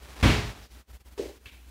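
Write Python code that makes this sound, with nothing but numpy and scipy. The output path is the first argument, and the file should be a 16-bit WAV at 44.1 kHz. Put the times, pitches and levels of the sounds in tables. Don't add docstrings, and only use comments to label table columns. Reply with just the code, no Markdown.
import sys
import numpy as np
from scipy import signal
from scipy.io import wavfile
from scipy.ndimage import uniform_filter1d

SR = 44100
rng = np.random.default_rng(int(sys.argv[2]) if len(sys.argv) > 2 else 0)


def unload_wav(signal):
    wavfile.write(
        sys.argv[1],
        SR,
        np.round(np.clip(np.atleast_2d(signal).T, -1, 1) * 32767).astype(np.int16),
    )


def amplitude_ratio(level_db):
    exponent = np.asarray(level_db, float) / 20
    return 10 ** exponent


N = 74970

# (time [s], level [dB])
PAD_SPEED = [
    (0, -52.5),
    (.1, -47),
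    (0.172, -46),
    (0.212, -42),
    (.25, -70),
    (0.549, -43.5),
    (.65, -59),
    (.8, -56),
    (0.998, -65),
    (1.7, -78),
]
# (frequency [Hz], level [dB per Hz])
PAD_SPECTRUM = [(90, -1.5), (170, -3.5), (330, -3.5), (700, -5), (1800, -8), (4000, -12.5), (9000, -21.5),
                (15000, -34)]
# (frequency [Hz], level [dB per Hz])
HISS_SPECTRUM = [(80, -18), (130, -23), (250, -20.5), (500, -30), (1500, -31), (4000, -35.5), (9000, -38.5),
                 (15700, -39.5)]
# (time [s], expander depth [dB], half width [s], hum sag [dB])
HUM_LULLS = [(0, 4.5, 0.02, -4), (.07, 1, 0.0087, 10), (0.164, 0, 0.0103, 3), (0.548, 7, 0.025, 0),
             (.605, 0.5, 0.0081, 7.5), (0.688, 11, 0.019, 5), (0.853, 21, 0.031, 12),
             (0.924, 6.5, 0.00564, 6), (0.989, 12, 0.016, 13), (1.036, 15, 0.018, 4.5),
             (1.103, 6.5, 0.011, 3.5), (1.155, 5.5, 0.016, 6), (1.2, 0.86, 0.045, 8), (1.34, 2, 0.034, 5),
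             (1.395, 10, 0.015, 5), (1.429, 6, .024, 4), (1.491, .3, 0.017, 20), (1.51, 5, 0.0086, 5),
             (1.632, 4.5, 0.065, 0.8), (1.67, 1, 0.011, -1.3)]
# (time [s], strength [dB], share of low push [dB])
THUMP_CONTACTS = [
    (.2275, -12.5, 2.5),
    (.240, -31, 2.5),
    (.250, -23, 2),
    (.258, -19, 2),
    (.285, -31, -6.5),
    (.297, -18.5, -2),
]
# (frequency [Hz], level [dB per Hz])
THUMP_SPECTRUM = [(120, -20.5), (250, -2), (500, -9.5), (1100, -13), (2300, -12), (4200, -19), (6500, -27),
                  (15500, -42.5)]
# (frequency [Hz], level [dB], t60 [s])
CABINET_MODES = [(50.5, -3, 0.85), (59.94, 3, 0.77), (69.8, -7.5, 0.14), (82.5, -1.5, 0.23),
                 (96.8, 1, 0.21), (119.3, -1.5, 0.36), (150.6, -3.5, 0.31), (187, -1.5, 0.17),
                 (216.7, -7.5, 0.425), (257, -8, 0.15), (309.4, -9, 0.28), (417.4, -14.5, 0.71),
                 (493.7, -24, 0.39), (700.9, -13.5, 0.33)]
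# (time [s], strength [dB], share of wood ring [dB])
SCUFF_CONTACTS = [
    (.617, -45, -30),
    (.628, -53, -40),
    (.642, -51.5, -40),
    (.745, -69, -43),
    (.775, -60, -26),
    (.889, -58, -22),
    (1.163, -73, -45),
]
# (frequency [Hz], level [dB per Hz])
SCUFF_SPECTRUM = [(600, 1), (1500, -6), (2800, -3), (5300, 1), (8000, -14), (15500, -25)]
# (time [s], strength [dB], share of wood ring [dB])
KNOCK_CONTACTS = [
    (1.178, -34, -4),
    (1.188, -54, -5),
    (1.195, -60, 10.5),
    (1.255, -55, -0.5),
    (1.285, -47, -8),
]
# (frequency [Hz], level [dB per Hz])
KNOCK_SPECTRUM = [(250, -20), (450, -8.5), (800, -5), (1500, -15.5), (2100, -11), (4500, -13.5),
                  (7500, -19), (15500, -40)]
# (frequency [Hz], level [dB], t60 [s])
STOOL_MODES = [(144, -12.5, 0.063), (204, -19, 0.071), (295.6, -4.5, 0.12), (342, -8.5, 0.21),
               (384, 3.5, 0.092), (408.4, 5, 0.087), (444, 6, 0.065), (469.5, -13.5, 0.29),
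               (561, -9.5, 0.17), (590, -16, 0.18)]
TICK_DB = -37.5
# (time [s], strength [dB], share of ring [dB])
TICK_CONTACTS = [
    (1.458, TICK_DB, 0),
]
# (frequency [Hz], level [dB per Hz])
TICK_SPECTRUM = [(600, -23), (1150, -12), (1700, 0), (2500, 10), (3800, 1.5), (5200, -11), (15500, -30)]
# (frequency [Hz], level [dB], t60 [s])
PLASTIC_MODES = [(1720, -7, .02), (2330, -1, .022), (2610, 0, .035), (3600, -11, .012), (1150, -15, .02),
                 (95, -9, .1)]
# (frequency [Hz], t60 [s])
ROOM_DECAY = [(125, 0.67), (300, 0.43), (1000, 0.62), (3000, 0.61), (6000, .7), (12000, 0.54)]

STOOL_DB = -34.5
HUM_HZ, HUM_DB, HUM_WIDTH_HZ, HUM_FUZZ_DB = 60.8, -44, 40, -12
IDLE_DB, OPEN_DB, OPEN_SLOPE, LULL_EDGE = -4, -44, 0.84, 2.65


def evened(x):
    return x / np.sqrt(np.mean(x ** 2) + 1e-20)


def read(points, hz):
    f, value = np.transpose(points)
    return np.interp(np.log(hz + 1), np.log(f + 1), value)


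def colour(x, points):
    hz = abs(np.fft.fftfreq(2 ** 13, 1 / SR))
    log_gain = np.log(amplitude_ratio(np.maximum(read(points, hz), -100)))
    phase = -signal.hilbert(log_gain).imag
    taps = np.fft.ifft(np.exp(log_gain + 1j * phase)).real[:2 ** 12]
    return signal.fftconvolve(x, taps / np.linalg.norm(taps))[:len(x)]


def slide():
    grains_per_s = 3600
    spread_db = 0 * np.minimum(rng.exponential(1, N), 5)
    hit = rng.random(N) < grains_per_s / SR
    grit = amplitude_ratio(spread_db) * hit * rng.standard_normal(N)
    s, db = np.transpose(PAD_SPEED)
    speed = amplitude_ratio(np.interp(np.arange(N) / SR, s, db))
    return speed * evened(colour(grit, PAD_SPECTRUM))


def background():
    t = np.arange(N) / SR
    turn = np.exp(2j * np.pi * HUM_HZ * t)
    r = np.exp(-np.pi * HUM_WIDTH_HZ / SR)
    fuzz = rng.standard_normal(N) + 1j * rng.standard_normal(N)
    fuzz = signal.lfilter([1], np.convolve([1, -r], [1, -r]), fuzz)
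    skirt = evened((turn * fuzz).real)
    hum = np.sqrt(2) * turn.imag + amplitude_ratio(HUM_FUZZ_DB) * skirt
    sag_db = sum(db * np.exp(-((t - s) / half) ** 2) for s, _, half, db in HUM_LULLS)
    hiss = evened(colour(rng.standard_normal(N), HISS_SPECTRUM))
    return amplitude_ratio(HUM_DB - sag_db) * hum + amplitude_ratio(-52) * hiss


def blows(contacts, modes, ring_db, push_s):
    crack_s = .002
    t, cracks, rings = np.arange(N) / SR, np.zeros(N), np.zeros(N)
    noise = rng.standard_normal(N)
    for s, db, share_db in contacts:
        since = np.maximum(t - s, 0)
        cracks += amplitude_ratio(db) * (t >= s) * np.exp(-since / crack_s) * noise
        push = 1 - np.exp(-since / push_s)
        for hz, mode_db, t60 in modes:
            level = amplitude_ratio(ring_db + share_db + mode_db - 60 * since / t60)
            rings -= level * np.sin(2 * np.pi * hz * since) * push
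    return cracks, rings


def diffuse(cracks):
    build_s = 0.004
    hz, t, z = signal.stft(rng.standard_normal(N), SR, nperseg=256, noverlap=192)
    energy = np.interp(t, np.arange(N) / SR, np.cumsum(cracks ** 2))
    power = np.diff(energy, prepend=0)[None]
    decay = amplitude_ratio(-60 * t / read(ROOM_DECAY, hz)[:, None]) ** 2 * (1 - np.exp(-t / build_s))
    decay = decay / decay.sum(axis=1).mean() / (t[1] * SR)
    field = signal.fftconvolve(power, decay, axes=1)[:, :len(t)]
    return signal.istft(z * np.sqrt(abs(field)), SR, nperseg=256, noverlap=192)[1][:N]


def in_room(cracks, spectrum, dry_db):
    wet_db = 8
    return colour(amplitude_ratio(dry_db) * cracks + amplitude_ratio(wet_db) * diffuse(cracks), spectrum)


def thump():
    cracks, rings = blows(THUMP_CONTACTS, CABINET_MODES, ring_db=-23.5, push_s=0.0016)
    return in_room(cracks, THUMP_SPECTRUM, dry_db=-8), rings


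def scuffs():
    cracks, rings = blows(SCUFF_CONTACTS, STOOL_MODES, STOOL_DB, push_s=.004)
    return in_room(cracks, SCUFF_SPECTRUM, dry_db=-3), rings


def knock():
    cracks, rings = blows(KNOCK_CONTACTS, STOOL_MODES, STOOL_DB, push_s=.004)
    return in_room(cracks, KNOCK_SPECTRUM, dry_db=-6), rings


def tick():
    cracks, rings = blows(TICK_CONTACTS, PLASTIC_MODES, ring_db=-35, push_s=.0003)
    return in_room(cracks, TICK_SPECTRUM, dry_db=3), rings


def room(x):
    hz, t, z = signal.stft(rng.standard_normal(SR), SR, nperseg=256)
    decay = amplitude_ratio(-60 * t / read(ROOM_DECAY, hz)[:, None])
    tail = signal.istft(z * decay, SR, nperseg=256)[1]
    return signal.fftconvolve(x, tail / np.linalg.norm(tail))[:N]


def scene():
    boom_db = -5.5
    mix, rings = slide() + background(), np.zeros(N)
    for source in [thump, scuffs, knock, tick]:
        crack, ring = source()
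        mix = mix + crack
        rings = rings + ring
    return (mix + rings + amplitude_ratio(boom_db) * room(rings))[None]


def top_cut(x):
    return signal.sosfilt(signal.butter(12, 15850, fs=SR, output="sos"), x)


def record(dry):
    t = np.arange(N) / SR
    low_cut = signal.butter(4, 41.5, "high", fs=SR, output="sos")
    mic = signal.sosfilt(low_cut, dry)
    lull_db = sum(db * np.exp(-abs((t - s) / half) ** LULL_EDGE) for s, db, half, _ in HUM_LULLS)
    level_db = 10 * np.log10(abs(uniform_filter1d(mic[0] ** 2, 900)) + 1e-12)
    opening_db = OPEN_SLOPE * np.maximum(level_db - OPEN_DB, 0)
    gain_db = np.minimum(IDLE_DB + opening_db, 0) - lull_db
    high_cut = signal.firwin(511, 15800, window=("kaiser", 9), fs=SR)
    mix = signal.oaconvolve(mic * amplitude_ratio(gain_db), high_cut[None], "same")
    return top_cut(mix)


dry = scene()
out = record(dry)
unload_wav(out)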